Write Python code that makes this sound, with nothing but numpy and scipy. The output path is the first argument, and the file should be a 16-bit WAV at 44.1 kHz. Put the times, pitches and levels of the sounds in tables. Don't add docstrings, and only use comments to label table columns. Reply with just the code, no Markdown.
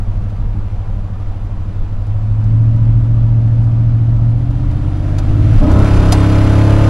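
import sys
import numpy as np
from scipy import signal
from scipy.fft import rfft, irfft, next_fast_len
from scipy.io import wavfile
from scipy.ndimage import uniform_filter1d

SR = 44100
rng = np.random.default_rng(int(sys.argv[2]) if len(sys.argv) > 2 else 0)


def generate_wav(sig):
    pcm = np.round(np.clip(np.atleast_2d(sig).T, -1, 1) * 32767).astype(np.int16)
    wavfile.write(sys.argv[1], SR, pcm)


N = 303849
T = np.arange(N) / SR
LEFT_LAG_S = 2.0e-5


def amp(db):
    return 10 ** (np.asarray(db) / 20)


def evened(x):
    return x / np.sqrt(np.mean(x ** 2) + 1e-20)


def read_spectrum(points, hz):
    f, value = np.transpose(points)
    return np.interp(np.log(hz + 1), np.log(f + 1), value)


def columns(rows, t):
    s, *values = np.transpose(rows)
    return [np.interp(t, s, v) for v in values]


def wander(t, hz):
    knot_rate = 200
    knots = np.arange(0, t[-1] - t[0] + 1, 1 / knot_rate)
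    pole = np.exp(-2 * np.pi * hz / knot_rate)
    smooth = signal.lfilter([1], [1, -pole], rng.standard_normal(len(knots)))
    return np.interp(t - t[0], knots, evened(smooth))


def order(t, turns, k, db, rough, spread=1.0):
    shake = rough * (wander(t, hz=6.0) + 1j * wander(t, hz=6.0))
    phase = 2 * np.pi * (k * turns + spread * rng.random())
    return -np.sqrt(2) * amp(db) * ((1 + shake) * np.exp(1j * phase)).real


# pitch_hz [Hz], likeness [0-1]
PORT_LIKENESS = [(60, 1), (1340, 1), (2900, 1), (6310, 0.87), (13700, 0.26)]


def hiss(shape, size, patchy_db, bands=()):
    frames, hz = 4 * N // size + 5, np.fft.rfftfreq(size, 1 / SR)
    a, b, c, d, patches = rng.standard_normal((frames, len(hz), 5)).T
    across_hz = uniform_filter1d(patches, size=9, axis=0)
    patches = evened(uniform_filter1d(across_hz, size=7, axis=1))
    bands_db = sum(db / (1 + (2 * (hz - f) / w) ** 2) for f, w, db in bands)
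    colour_db = read_spectrum(shape, hz) + bands_db
    same = np.clip(read_spectrum(PORT_LIKENESS, hz), 0, 1)[:, None]
    lag = np.exp(-2j * np.pi * hz * LEFT_LAG_S)[:, None]
    right = a + 1j * b
    left = same * right * lag + np.sqrt(1 - same ** 2) * (c + 1j * d)
    spectra = np.array([left, right]) * amp(colour_db[:, None] + patchy_db * patches)
    return evened(signal.istft(spectra, nperseg=size, noverlap=3 * size // 4)[1][:, :N])


# [firing pattern repeats, Hz]
PATTERN_SPEED = [(0, 12.7), (1.8, 12.48), (2, 12.64), (2.1, 12.96), (2.45, 13.55), (2.6, 13.93),
                 (2.75, 14.1), (3, 14.22), (4.15, 14.34), (4.3, 14.44), (4.6, 15.15), (4.9, 16.24),
                 (5.2, 16.97), (5.4, 17.8), (5.6, 18.4)]
# order [multiple], coast_db, hold_db, climb_db, pull_db [dB]
PATTERN_ORDERS = [(1, -51, -36, -29, -47), (2, -30, -30, -35, -39), (3, -31, -23, -24, -21),
                  (4, -38, -37, -40, -30), (5, -35, -31, -30, -24), (6, -44, -25, -22, -18),
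                  (7, -29, -25, -28, -29), (8, -24, -11, -16, -32), (9, -35, -33, -33, -27),
                  (10, -62, -44, -40, -44), (11, -60, -34, -33, -57), (12, -51, -39, -56, -52),
                  (13, -58, -44, -43, -44), (14, -52, -42, -42, -36), (15, -44, -34, -58, -42),
                  (16, -66, -39, -41, -37), (17, -63, -60, -49, -35), (18, -52, -44, -39, -34),
                  (19, -62, -35, -31, -36), (20, -62, -43, -61, -45), (21, -59, -44, -48, -45),
                  (22, -65, -49, -54, -50), (23, -53, -56, -54, -63), (24, -49, -49, -50, -59),
                  (25, -71, -56, -67, -81), (26, -61, -62, -65, -55), (35, -70, -75, -54, -51),
                  (36, -76, -70, -58, -55), (37, -80, -61, -59, -45), (41, -59, -53, -52, -66),
                  (42, -74, -50, -56, -60), (47, -69, -53, -67, -64)]
# pitch_hz [Hz], level_db [dB]
CABIN_BOOM = [(75, -40.5), (80, -28.5), (85, -27.5), (94, -18.5), (100, -18), (107, -12), (111.5, -9),
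              (115, -11), (119, -16), (125, -19), (130, -26), (133, -42), (139, -25), (147, -19.5)]
COAST_HZ, HOLD_HZ, LEAVE_HZ, CLIMB_HZ, PULL_HZ = 12.65, 13.76, 14.42, 15.06, 16.78
COAST_DB = -6
LIFT_DB, PUSH_DB, PUSH_HZ = 0.5, 5.5, (17.1, 17.8)


def drive():
    step = 8
    t = T[T < PATTERN_SPEED[-1][0]][::step]
    (hz,) = columns(PATTERN_SPEED, t)
    turns = np.cumsum(hz) * step / SR
    throttle = np.interp(hz, [COAST_HZ, HOLD_HZ, LEAVE_HZ, CLIMB_HZ, PULL_HZ], [0, 1, 1, 2, 3])
    lift_db = LIFT_DB + PUSH_DB * np.interp(hz, PUSH_HZ, [0, 1])
    table = np.transpose(PATTERN_ORDERS)
    out = 0
    for k, coast, hold, climb, _ in PATTERN_ORDERS:
        if k in (6, 8):
            level_db = read_spectrum(CABIN_BOOM, k * hz) + COAST_DB * np.maximum(1 - throttle, 0)
        else:
            pull = np.interp(k * np.maximum(hz / PULL_HZ, 1), table[0], table[-1])
            eased = np.interp(throttle, [0, 1, 2, 3], [coast, hold, climb, 0])
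            level_db = lift_db + eased + pull * np.clip(throttle - 2, 0, 1)
        out = out + order(t, turns, k, level_db, rough=0.11)
    fade = np.clip((t[-1] - t) / 0.036, 0, 1)
    out = signal.resample_poly(out * fade, step, 1)
    return np.pad(out, (0, N - len(out)))


# start_s [s], beat_hz [Hz], level_db [dB, all orders together], strain [0-1]
HARD_PULL = [(5.6, 25, -7, 0.01), (5.63, 26.73, -11, 0.16), (5.665, 28.94, -11.5, 0.04),
             (5.714, 32.23, -7.5, 0.8), (5.8, 34.16, -4, 0.57), (5.84, 35.06, -5, 0.5),
             (5.876, 34.68, -9.5, 0.45), (5.98, 33.28, -8, 0.68), (6.05, 33.28, -8, 0.66),
             (6.174, 33.95, -8.5, 0.17), (6.89, 35.19, -7.5, 0)]
# order [multiple], early_db, late_db [dB]
BEAT_ORDERS = [(1, -26, -25), (2, -16, -18), (3, -11, -10), (4, -23, -21), (5, -22, -27), (6, -27, -29),
               (7, -29, -29), (8, -22, -24), (9, -20, -22), (10, -45, -38), (11, -43, -39), (12, -35, -32),
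               (13, -36, -37), (14, -38, -32), (15, -45, -36), (16, -39, -30), (17, -38, -33),
               (18, -34, -34), (19, -35, -32), (20, -39, -40), (21, -48, -53), (22, -58, -46),
               (23, -45, -44), (24, -48, -51), (25, -37, -35), (26, -47, -41), (27, -47, -48),
               (28, -63, -52), (29, -38, -38), (30, -45, -41), (31, -40, -59), (32, -43, -50),
               (33, -49, -66), (34, -54, -53), (35, -50, -40), (36, -47, -64), (37, -50, -44),
               (38, -41, -50), (39, -42, -53), (40, -53, -44), (41, -54, -58), (42, -52, -46),
               (43, -44, -47), (44, -45, -50), (45, -55, -58), (46, -62, -59)]
FULL_BEAT_HZ = 33.2
RASP_DB, HOLLOW_DB = 22, -6.5
BITE_S, BITE_DB, BITE_TILT_DB = 0.088, 13, 0.5
HEAVE_DB = 7


def surge():
    t = T[T >= HARD_PULL[0][0]]
    hz, level_db, strain = columns(HARD_PULL, t)
    turns = np.cumsum(hz) / SR
    ks, early_db, late_db = np.transpose(BEAT_ORDERS)
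    later = np.clip((t - 6.3) / 0.5, 0, 1)
    slide = np.minimum(hz / FULL_BEAT_HZ, 1)
    bite = np.exp(-((t - t[0]) / BITE_S) ** 2)
    loose = np.interp(t, [5.75, 5.95], [1, 0])
    low_db = HEAVE_DB * loose * (1 - bite)
    boom_db = BITE_DB * bite + HOLLOW_DB * strain
    rasp_db = RASP_DB * strain
    dbs = []
    for k, late in zip(ks, late_db):
        cabin_db = np.interp(k * slide, ks, early_db) * (1 - later) + late * later
        tilt_db = BITE_TILT_DB * bite * np.log2(min(k, 12) / 3)
        dbs.append(cabin_db + tilt_db + low_db * (k < 3) + boom_db * (k in (8, 9))
                   + rasp_db * (k in (10, 11)))
    rough = .07 + .3 * loose
    beat = 0
    for k, db in zip(ks, dbs):
        beat = beat + order(t, turns, k, db, rough * (1 + k / 40), spread=min(k / 12, 1))
    total = np.sqrt(np.sum(amp(dbs) ** 2, axis=0))
    beat *= amp(level_db) / total * np.clip((t - t[0]) / 0.025, 0, 1)
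    return np.pad(beat, (N - len(t), 0)), np.pad(turns, (N - len(t), 0))


# pitch_hz [Hz], density_db [relative dB per Hz]
ROAR_COLOUR = [(120, -31), (200, -13), (330, -15), (650, -12.5), (900, -20), (1300, -17), (1800, -21.5),
               (2940, -26), (5000, -33.5), (6900, -38), (9100, -40), (11500, -44.5), (13000, -51.5),
               (14500, -75)]
# start_s [s], level_db [dB]
ROAR_LEVEL = [(0, -47.5), (2, -47.5), (2.8, -46.2), (4.3, -46), (4.6, -44), (5.0, -41.5), (5.39, -38.5),
              (5.68, -31), (5.87, -26), (6.1, -25.5), (6.89, -25.5)]


def engine_roar(turns):
    (level_db,) = columns(ROAR_LEVEL, T)
    throb = 1 + .22 * np.cos(2 * np.pi * turns)
    gain = amp(level_db + 0.5 * wander(T, hz=14.0)) * throb
    return gain * hiss(ROAR_COLOUR, size=1024, patchy_db=0.8)


# start_s [s], level_db [dB, before the rise], pitch_hz [Hz], t60_s [s]
JOLT_MODES = [(5.549, 10, 28, .3), (5.62, -6, 605, .12), (5.66, -8, 33, .8)]
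RISE_S = .03


def jolt():
    out = np.zeros(N)
    for s, db, hz, t60 in JOLT_MODES:
        after = np.maximum(T - s, 0)
        envelope = amp(db - 60 * after / t60) * (1 - np.exp(-after / RISE_S))
        out -= envelope * np.sin(2 * np.pi * hz * after)
    return out


# start_s [s], end_s [s], pitch_hz [Hz], level_db [peak dB]
SQUEAK_TONE = (6.145, 6.225, 8450, -44)


def squeak():
    start, end, hz, db = SQUEAK_TONE
    swell = np.sin(np.pi * np.clip((T - start) / (end - start), 0, 1))
    return amp(db) * swell * np.sin(2 * np.pi * hz * T)


# start_s [s], level_db [dB, before the attack], dull_db [dB relative to level_db]
TRIM_TICKS = [(0.2984, -51, 1), (2.0657, -49, -8), (2.4394, -48.5, 2), (2.759, -49, 4), (3.6406, -48, -21),
              (4.1624, -51, -9), (4.5054, -47, 2), (4.7112, -46, 1), (5.1828, -29.5, -3), (5.7144, -34, -8),
              (5.7882, -34, -9), (6.1212, -12.5, -7)]
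# pitch_hz [Hz], density_db [relative dB per Hz]
RATTLE_COLOUR = [(1000, -34), (2000, -8.5), (3500, -2), (5000, -1.5), (9500, -8.5), (13000, -15.5),
                 (15500, -35.5)]
# pitch_hz [Hz], density_db [relative dB per Hz]
KNOCK_COLOUR = [(400, -32.5), (690, 9), (820, -1.5), (960, 1.5), (1150, -11.5), (1400, -3), (2200, -19),
                (4000, -25.5), (9000, -70.5)]
TICK_T60_S = 0.061


def ticks():
    bright, dull = np.zeros((2, N))
    for s, db, dull_db in TRIM_TICKS:
        after = np.maximum(T - s, 0)
        bright += amp(db - 60 * after / TICK_T60_S) * (1 - np.exp(-after / .0012))
        late = after / .009
        dull += amp(db + dull_db) * late * np.exp(1 - late)
    rattle = bright * hiss(RATTLE_COLOUR, size=512, patchy_db=0.5)
    knock = dull * hiss(KNOCK_COLOUR, size=1024, patchy_db=0.0)
    return rattle + knock


# pitch_hz [Hz], density_db [relative dB per Hz]
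TYRE_COLOUR = [(70, -31.5), (120, -17.5), (140, -14.5), (190, -6), (256, -20), (300, -13.5), (350, -19.5),
               (515, -20), (720, -22), (1340, -26), (1650, -39), (3000, -59), (6000, -67.5), (14000, -94.5)]
# pitch_hz [Hz], width_hz [Hz], change_db [dB]
PANEL_BANDS = [(556, 130, 2.5), (724, 120, 4), (866, 120, 0.5), (974, 34, 6.5), (1415, 15, -7.5),
               (1600, 14, 0.5)]
# start_s [s], level_db [dB]
TYRE_LEVEL = [(0, -37.5), (1.5, -38.5), (4.3, -37), (5.0, -34.5), (5.4, -32), (5.65, -28), (5.85, -31),
              (6.0, -36), (6.89, -36)]


def tyre_roar():
    (level_db,) = columns(TYRE_LEVEL, T)
    return amp(level_db) * hiss(TYRE_COLOUR, size=2048, patchy_db=1.3, bands=PANEL_BANDS)


# pitch_hz [Hz], density_db [relative dB per Hz]
RUMBLE_COLOUR = [(4, -9.5), (10, 3), (20, -1), (29, 0.5), (40, 3.5), (55, -13.5), (75, -10.5), (120, -17),
                 (200, -19.5), (350, -44.5), (700, -92)]
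# start_s [s], level_db [dB]
RUMBLE_LEVEL = [(0.0, -17.5), (0.55, -18.5), (1.35, -24), (1.9, -19.5), (2.45, -20), (4.25, -23),
                (4.7, -18.5), (5.45, -24), (5.66, -17), (5.8, -14), (6.35, -16), (6.89, -19)]
LUMPY_DB = 2.5


def body_rumble():
    (level_db,) = columns(RUMBLE_LEVEL, T)
    gain = amp(level_db + LUMPY_DB * wander(T, hz=7.4))
    return gain * hiss(RUMBLE_COLOUR, size=8192, patchy_db=0.7)


def ports(x):
    size = next_fast_len(N)
    lag = np.exp(-2j * np.pi * np.fft.rfftfreq(size, 1 / SR) * LEFT_LAG_S)
    left = irfft(rfft(x, size) * lag, size)[:N]
    return np.array([left, x])


def scene():
    beat, turns = surge()
    one_place = ports(drive() + beat + jolt() + squeak())
    return one_place + engine_roar(turns) + ticks() + tyre_roar() + body_rumble()


# pitch_hz [Hz], width_hz [Hz], change_db [dB]
TREBLE_DIPS = [(7880, 150, -18), (11150, 50, -9)]
EDGE_HZ = 15000


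def record(dry):
    size = next_fast_len(N)
    hz = np.fft.rfftfreq(size, 1 / SR)
    dips_db = sum(db * np.exp(-((hz - f) / w) ** 2) for f, w, db in TREBLE_DIPS)
    shaped = irfft(rfft(dry, size) * amp(dips_db), size)[:, :N]
    clipped = shaped / (1 + np.abs(shaped) ** 8) ** (1 / 8)
    low_pass = signal.firwin(255, EDGE_HZ, window=("kaiser", 9), fs=SR)
    return signal.oaconvolve(clipped, low_pass[None], "same")


dry = scene()
out = record(dry)
generate_wav(out)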